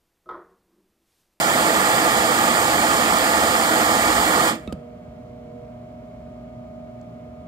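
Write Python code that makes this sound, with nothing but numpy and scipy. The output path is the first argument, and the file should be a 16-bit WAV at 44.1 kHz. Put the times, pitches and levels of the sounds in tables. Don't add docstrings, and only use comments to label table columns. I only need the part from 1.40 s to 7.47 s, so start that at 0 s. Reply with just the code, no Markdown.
import sys
import numpy as np
from scipy import signal
from scipy.fft import rfft, irfft, next_fast_len
from scipy.io import wavfile
from scipy.ndimage import uniform_filter1d

SR = 44100
rng = np.random.default_rng(int(sys.argv[2]) if len(sys.argv) > 2 else 0)


def undo_db(level):
    steps = np.asarray(level, float) / 20
    return 10 ** steps


def materialize(psi):
    bounded = np.clip(np.atleast_2d(psi).T, -1, 1)
    quanta = np.round(bounded * 32767).astype(np.int16)
    wavfile.write(sys.argv[1], SR, quanta)


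N = 267907


def evened(x):
    return x / np.sqrt(np.mean(x ** 2) + 1e-20)


def read(points, hz):
    f, value = np.transpose(points)
    return np.interp(np.log(hz + 1), np.log(f + 1), value)


def drift(rate_hz, count):
    t = np.arange(0, N + 256, 256) / SR
    f = np.geomspace(rate_hz / 20, rate_hz, num=24)
    phase = rng.random((count, 24, 1))
    waves = np.sin(2 * np.pi * (f[:, None] * t + phase)) / np.sqrt(f)[:, None]
    slow = waves.sum(axis=1)
    return np.array([np.interp(np.arange(N) / SR, t, evened(v)) for v in slow])


def port_pair(noise, same, left_db, right_db, lead):
    shared, other = rfft(noise)
    same = np.clip(same, 0, 1)
    right = same * shared * np.exp(1j * lead) + np.sqrt(1 - same ** 2) * other
    return irfft(np.array([shared * undo_db(left_db), right * undo_db(right_db)]), noise.shape[1])[:, :N]


def colour_db(spectrum, peaks, hz):
    narrow_db = sum(db / (1 + (2 * (hz - f) / width) ** 2) ** 1.15 for f, width, db in peaks)
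    return read(spectrum, hz) + narrow_db


def scatter(pair, wet_db, t60, dull_hz):
    taps = np.zeros((2, 22 * 600))
    at = np.arange(0, taps.shape[1], 22) + rng.integers(0, 22, (2, 600))
    np.put_along_axis(taps, at, rng.choice([-1., 1.], at.shape), axis=1)
    t = np.arange(taps.shape[1]) / SR
    taps = taps * undo_db(-60 * t / t60) * (t > .003)
    low = signal.lfilter(*signal.butter(1, 1500, fs=SR), taps)
    taps[1] += low[0] - low[1]
    taps = signal.lfilter(*signal.butter(1, min(dull_hz, SR / 2.2), fs=SR), taps)
    tail = taps / np.linalg.norm(taps[0])
    return pair + undo_db(wet_db) * signal.fftconvolve(pair, tail, axes=1)[:, :N]


def garage_air():
    # f/Hz, level per Hz/dB
    air_left = [(30, -83), (60, -68.5), (100, -69), (170, -65.5), (260, -70), (310, -87.5), (380, -74.5),
                (450, -80.5), (800, -84.5), (1600, -95), (4000, -107), (10500, -118), (13000, -118),
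                (15200, -113)]
    air_right = [(30, -85.5), (60, -69.5), (100, -69), (170, -66.5), (260, -68), (310, -78), (400, -78.5),
                 (550, -81.5), (1250, -85.5), (1600, -95.5), (2300, -96.5), (4000, -104), (10500, -117),
                 (15700, -119)]
    # f/Hz, width/Hz, level/dB
    air_bands = [(200, 20, -5.5), (2200, 180, 6.5), (3140, 300, 2.5), (4320, 300, 1), (7190, 1200, 3),
                 (9000, 500, 2.5)]
    # f/Hz, likeness/0-1
    air_same = [(60, 1), (250, 0.95), (420, 1), (800, .5), (1300, 0.6), (2500, 0.6), (15000, 0.2)]
    # f/Hz, lead/radians
    air_lead = [(400, 0), (900, -2), (1500, -1.5), (3000, -2)]
    size = next_fast_len(N)
    hz = np.fft.rfftfreq(size, 1 / SR)
    noise = rng.standard_normal((2, size)) * np.sqrt(SR / 2)
    left_db = colour_db(air_left, air_bands, hz)
    right_db = colour_db(air_right, air_bands, hz)
    pair = port_pair(noise, read(air_same, hz), left_db, right_db, read(air_lead, hz))
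    return undo_db(0.24 * drift(5.5, count=1)) * pair


def compressor_hum():
    tone_hz = [58, 76.7, 119.9, 239.9, 276.1, 360.7, 479.6, 599.6, 617, 632.9, 652, 719.6, 784.7, 839,
               992.6, 1232.5]
    # level/dB rms, left over right/dB, left lead/radians, wavering/dB
    tone_rows = [(-56.5, -2, 0, 5.5), (-60, -1.5, 0.097, 8.9), (-51, 0, 0.13, 1.7), (-47, -4, .1, 1.5),
                 (-69, 9.5, 0, 2.3), (-69.5, -3, 0.21, 5.2), (-68, -19, -.8, 6), (-49, -5, -0.69, 0.83),
                 (-57, -7, 0, 1.6), (-47, 0.5, 1.2, 1.3), (-74.5, 4, 0, 3), (-53.5, 3, -0.58, .8),
                 (-83, 9.5, 0, 2), (-77, 10, 0, 6.3), (-77.5, 6.5, 0, 3), (-73.5, 15, 0, 4)]
    t, out = np.arange(N) / SR, np.zeros((2, N))
    for hz, (db, pan_db, lead, waver_db) in zip(tone_hz, tone_rows):
        both, left, right, slip = drift(3, count=4)
        turn = 2 * np.pi * (hz * t + rng.random()) + .12 * waver_db * slip
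        left_db = db + pan_db / 2 + waver_db * (both + 0.23 * left)
        right_db = db - pan_db / 2 + waver_db * (both + 0.36 * right)
        out[0] += undo_db(left_db) * np.sin(turn + lead)
        out[1] += undo_db(right_db) * np.sin(turn)
    return np.sqrt(2) * out


def spring():
    on_s, off_s = 3.277, 3.318
    level_db, start_db, swell_s = -44, -7, .03
    damp_db, damp_s, t60 = -12, .005, 0.59
    t = np.arange(N) / SR
    on, off = np.maximum(t - on_s, 0), np.maximum(t - off_s, 0)
    swell_db = start_db * np.exp(-(on / swell_s) ** 4)
    fade_db = damp_db * (1 - np.exp(-off / damp_s)) - 60 * off / t60
    tone = np.sin(2 * np.pi * 1265 * t + 1.8 * np.sin(2 * np.pi * 24 * t))
    return np.sqrt(2) * (on > 0) * undo_db(level_db + swell_db + fade_db) * tone


def trigger():
    # t/s, thud level/dB, crack level/dB, ring level/dB
    snaps = [
        [(3.2758, -23, -40.5, -30.5)],
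        [(3.3251, -23, -32, -30.5), (3.3288, -40, -35, -38)],
        [(5.6128, -80, -61, -53), (5.6146, -80, -61, -53)],
        [(3.154, -63, -32.5, -70)],
    ]
    # f/Hz, level/dB, t60/s
    shell = [
        [(2260, -5, 0.017), (2610, -12, 0.055), (3640, -6, .018), (3740, -5, 0.028), (4050, -9, 0.013),
         (8500, -24, .007), (1170, -8, .015)],
        [(504, 8.5, 0.016), (1390, -2, .012), (3125, 0.5, 0.0096), (3900, -2, .006), (4660, 1, .006),
         (7020, -7, 0.0068), (8300, -5, 0.0077)],
        [(4700, 1, .006), (6100, 1, .007), (7100, 2, .007)],
    ]
    crack_centres = [4490, 5200, 6050, 10900]
    t, out = np.arange(6000) / SR, np.zeros((2, N + 6000))
    rings = [sum(undo_db(db - 60 * t / t60) * np.sin(2 * np.pi * hz * t) for hz, db, t60 in face)
             for face in shell]
    rings = rings * (1 - np.exp(-t / 0.00061))

    thud_hz = 140 + 110 * np.exp(-t / 0.024) + 400 * np.exp(-t / 0.0014)
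    thud_fade = 0.46 * np.exp(-(t / 0.017) ** 2) + 0.32 * undo_db(-60 * t / 0.3)
    thud = np.sin(2 * np.pi * np.cumsum(thud_hz) / SR) * thud_fade
    thud = thud + 0.53 * np.sin(2 * np.pi * 85 * t) * undo_db(-60 * t / 0.089)
    burst = undo_db(-60 * t / 0.0076) + undo_db(-35 - 60 * t / .1)

    for body, hits in enumerate(snaps):
        crack_hz = crack_centres[body]
        ring = rings[body % len(shell)]
        band = signal.butter(2, [crack_hz * 0.25, min(crack_hz * 2.1, 20000)], "band", fs=SR)
        for s, thud_db, crack_db, ring_db in hits:
            crack = signal.lfilter(*band, rng.standard_normal((2, len(t)))) * burst
            snap = undo_db(thud_db) * thud + undo_db(crack_db) * crack + undo_db(ring_db) * ring
            at = round(s * SR)
            out[:, at:at + len(t)] += snap * undo_db([[-1.8], [1.8]])
    both = out[:, :N] + spring() * undo_db([[3.5], [-4.5]])
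    return scatter(both, wet_db=-17.5, t60=0.18, dull_hz=4000)


def gas_flow(t, hz):
    # f/Hz, factor
    follow = [(150, .55), (350, 0.59), (700, 1.65), (2000, 1.2), (6000, 1.4), (15000, 2)]
    # f/Hz, level against the flame/dB
    tail_start = [(150, -9.5), (350, -15.5), (700, -20.5), (2000, -12), (6000, -20), (15000, -20.5)]
    shut_s, knee_s, empty_db_per_s, tail_db_per_s = 3.079, 0.072, 400, 101
    after = np.maximum(t - shut_s, 0)
    fall_db = -empty_db_per_s * (np.hypot(after, knee_s) - knee_s)
    gas_db = fall_db * read(follow, hz)[:, None]
    tail_db = read(tail_start, hz)[:, None] - tail_db_per_s * after
    return 10 * np.log10(undo_db(2 * gas_db) + undo_db(2 * tail_db))


def flame():
    # f/Hz, level per Hz/dB
    flame_left = [(40, -24.5), (70, -17.5), (130, -14), (220, -3), (400, -11), (750, 2.5), (1250, -1.4),
                  (2000, -5.5), (2800, -12.5), (4500, -23), (7500, -18), (10500, -39), (13000, -24),
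                  (15700, -22.5)]
    flame_right = [(40, -23), (70, -15.5), (130, -12.5), (220, 1.35), (400, -5.5), (750, 2.5), (1250, 2),
                   (2000, -3.5), (2800, -13), (4500, -10.5), (7500, -8), (10500, -18), (13000, -15.5),
                   (15700, -21)]
    # f/Hz, width/Hz, level/dB
    near_left = [(552, 55, -7.1), (804, 35, -3.8), (936, 55, -5.9), (1068, 35, -4.2), (1284, 35, -4.9),
                 (1560, 80, -5.9), (1692, 200, -10.0), (1788, 80, -3.9), (2112, 55, -3.6), (2316, 80, 6.0),
                 (2550, 130, -5.6), (3150, 130, -5.5), (860, 40, 3.0), (3550, 320, 5.1), (325, 55, 4.5),
                 (4400, 200, 3.4), (4650, 200, 6.1), (4950, 130, 4.6), (5550, 500, -5.3), (6150, 200, -6.0),
                 (7000, 320, -3.8), (8550, 320, 4.0), (8900, 200, -3.3), (9200, 200, -5.0),
                 (9500, 200, 6.8), (10300, 320, 8.8), (10800, 320, -3.9), (11150, 320, -7.8),
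                 (11600, 320, 4.4), (13250, 320, -4.4)]
    near_right = [(444, 35, 2.7), (492, 55, 5.0), (528, 35, 2.4), (564, 35, -3.8), (320, 45, 3.0),
                  (948, 80, -10.0), (1044, 35, -3.1), (1224, 80, 4.7), (1428, 35, 3.3), (1476, 35, -3.8),
                  (1548, 80, -6.3), (2172, 55, 3.2), (2292, 55, 4.9), (2550, 200, -4.1), (3100, 80, 3.1),
                  (3300, 320, 5.8), (3900, 200, -5.0), (5400, 130, -4.1), (5550, 130, -3.2),
                  (5700, 500, -9.6), (6000, 130, -5.7), (6550, 500, -8.3), (7150, 320, 4.0), (860, 40, 2.0),
                  (9050, 200, 6.6), (9450, 200, -4.7), (10600, 320, -3.2), (11450, 320, -4.7),
                  (12300, 320, -6.2), (13150, 320, -3.3)]
    # f/Hz, likeness/0-1
    flame_same = [(60, 0.92), (900, 0.98), (2200, 0.89), (2700, 0.26), (3350, 0.44), (4200, 0), (4900, 1),
                  (6300, 0.77), (6700, .2), (7500, 1), (8500, 0.7), (8900, 0.1), (12400, 0.5), (15200, .6)]
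    # f/Hz, lead/radians
    flame_lead = [(40, -0.42), (800, -0.13), (1050, 0.44), (1600, 0.17), (1800, -1.68), (2100, -0.3),
                  (2400, -0.77), (3300, -2.02), (4400, 1.2), (6400, -3.5), (6900, 0.4), (8000, 0.3),
                  (8700, 2.5), (15700, 1.5)]
    port_gap_s, level_db = 0.00022, -17
    size = next_fast_len(N)
    hz, t, z = signal.stft(rng.standard_normal((2, size)), SR, nperseg=256, noverlap=192)
    patches = uniform_filter1d(rng.standard_normal(z.shape[1:]), size=6, axis=0)
    patches = evened(uniform_filter1d(patches, size=30, axis=1))
    flutter_db = patches * read([(200, 0.73), (2000, 0.49), (12000, .3)], hz)[:, None]
    z = z * undo_db(gas_flow(t, hz) + flutter_db)
    noise = signal.istft(z, SR, nperseg=256, noverlap=192)[1][:, :size]

    hz = np.fft.rfftfreq(size, 1 / SR)
    left_db = colour_db(flame_left, near_left, hz)
    right_db = colour_db(flame_right, near_right, hz)
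    unlike = (1 - read(flame_same, hz)) / undo_db(.7 * (left_db - read(flame_left, hz)))
    lead = read(flame_lead, hz) + 2 * np.pi * hz * port_gap_s
    pair = port_pair(noise, 1 - unlike, left_db, right_db, lead)
    pair = scatter(pair, wet_db=-12.5, t60=0.21, dull_hz=15000)
    return undo_db(level_db) * pair / np.std(pair[:, :3 * SR])


def scene():
    return garage_air() + compressor_hum() + trigger() + flame()


def hide_faint_bands(x):
    # f/Hz, level per Hz/dB
    masked = [(1500, -90), (3300, -75), (6000, -79), (8500, -81), (9200, -81), (11000, -84), (13300, -81),
              (15200, -80)]
    masked_sum = [(2250, -80), (2550, -67.5), (2800, -68.5), (3050, -78), (13500, -86), (15000, -79),
                  (15400, -83)]
    lead = 381
    padded = np.pad(x, ((0, 0), (lead, 0)))
    hz, t, z = signal.stft(padded, SR, "cosine", nperseg=2048, noverlap=1024, scaling="psd")
    z = np.concatenate([z, z.mean(axis=0, keepdims=True)])
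    band = np.arange(len(hz)) // 8
    power = np.add.reduceat(2 * abs(z) ** 2, np.arange(0, len(hz), 8), axis=1) / 8
    loud = power[:2].sum(axis=(0, 1)) * 8 * hz[1] > undo_db(2 * -24)
    wander = uniform_filter1d(rng.standard_normal(power.shape[1:]), size=2, axis=1)
    need_db = 2.2 * evened(wander)
    limit_db = np.array([read(m, hz) for m in (masked, masked, masked_sum)])[..., None] + need_db[band]
    dropped = loud & (power[:, band] < undo_db(2 * limit_db))
    kept = (z[:2] - z[2] * dropped[2]) * ~dropped[:2]
    y = signal.istft(kept, SR, "cosine", nperseg=2048, noverlap=1024, scaling="psd")[1]
    return y[:, lead:lead + N]


def roll_off(x):
    return signal.sosfilt(signal.butter(12, 15760, fs=SR, output="sos"), x)


def record(dry):
    cut = signal.sosfilt(signal.butter(4, 40, "high", fs=SR, output="sos"), dry)
    edge = signal.firwin(1023, 15740, window=("kaiser", 7), fs=SR)
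    banded = signal.oaconvolve(cut, edge[None], "same")
    mix = hide_faint_bands(banded)
    return roll_off(mix)


dry = scene()
out = record(dry)
materialize(out)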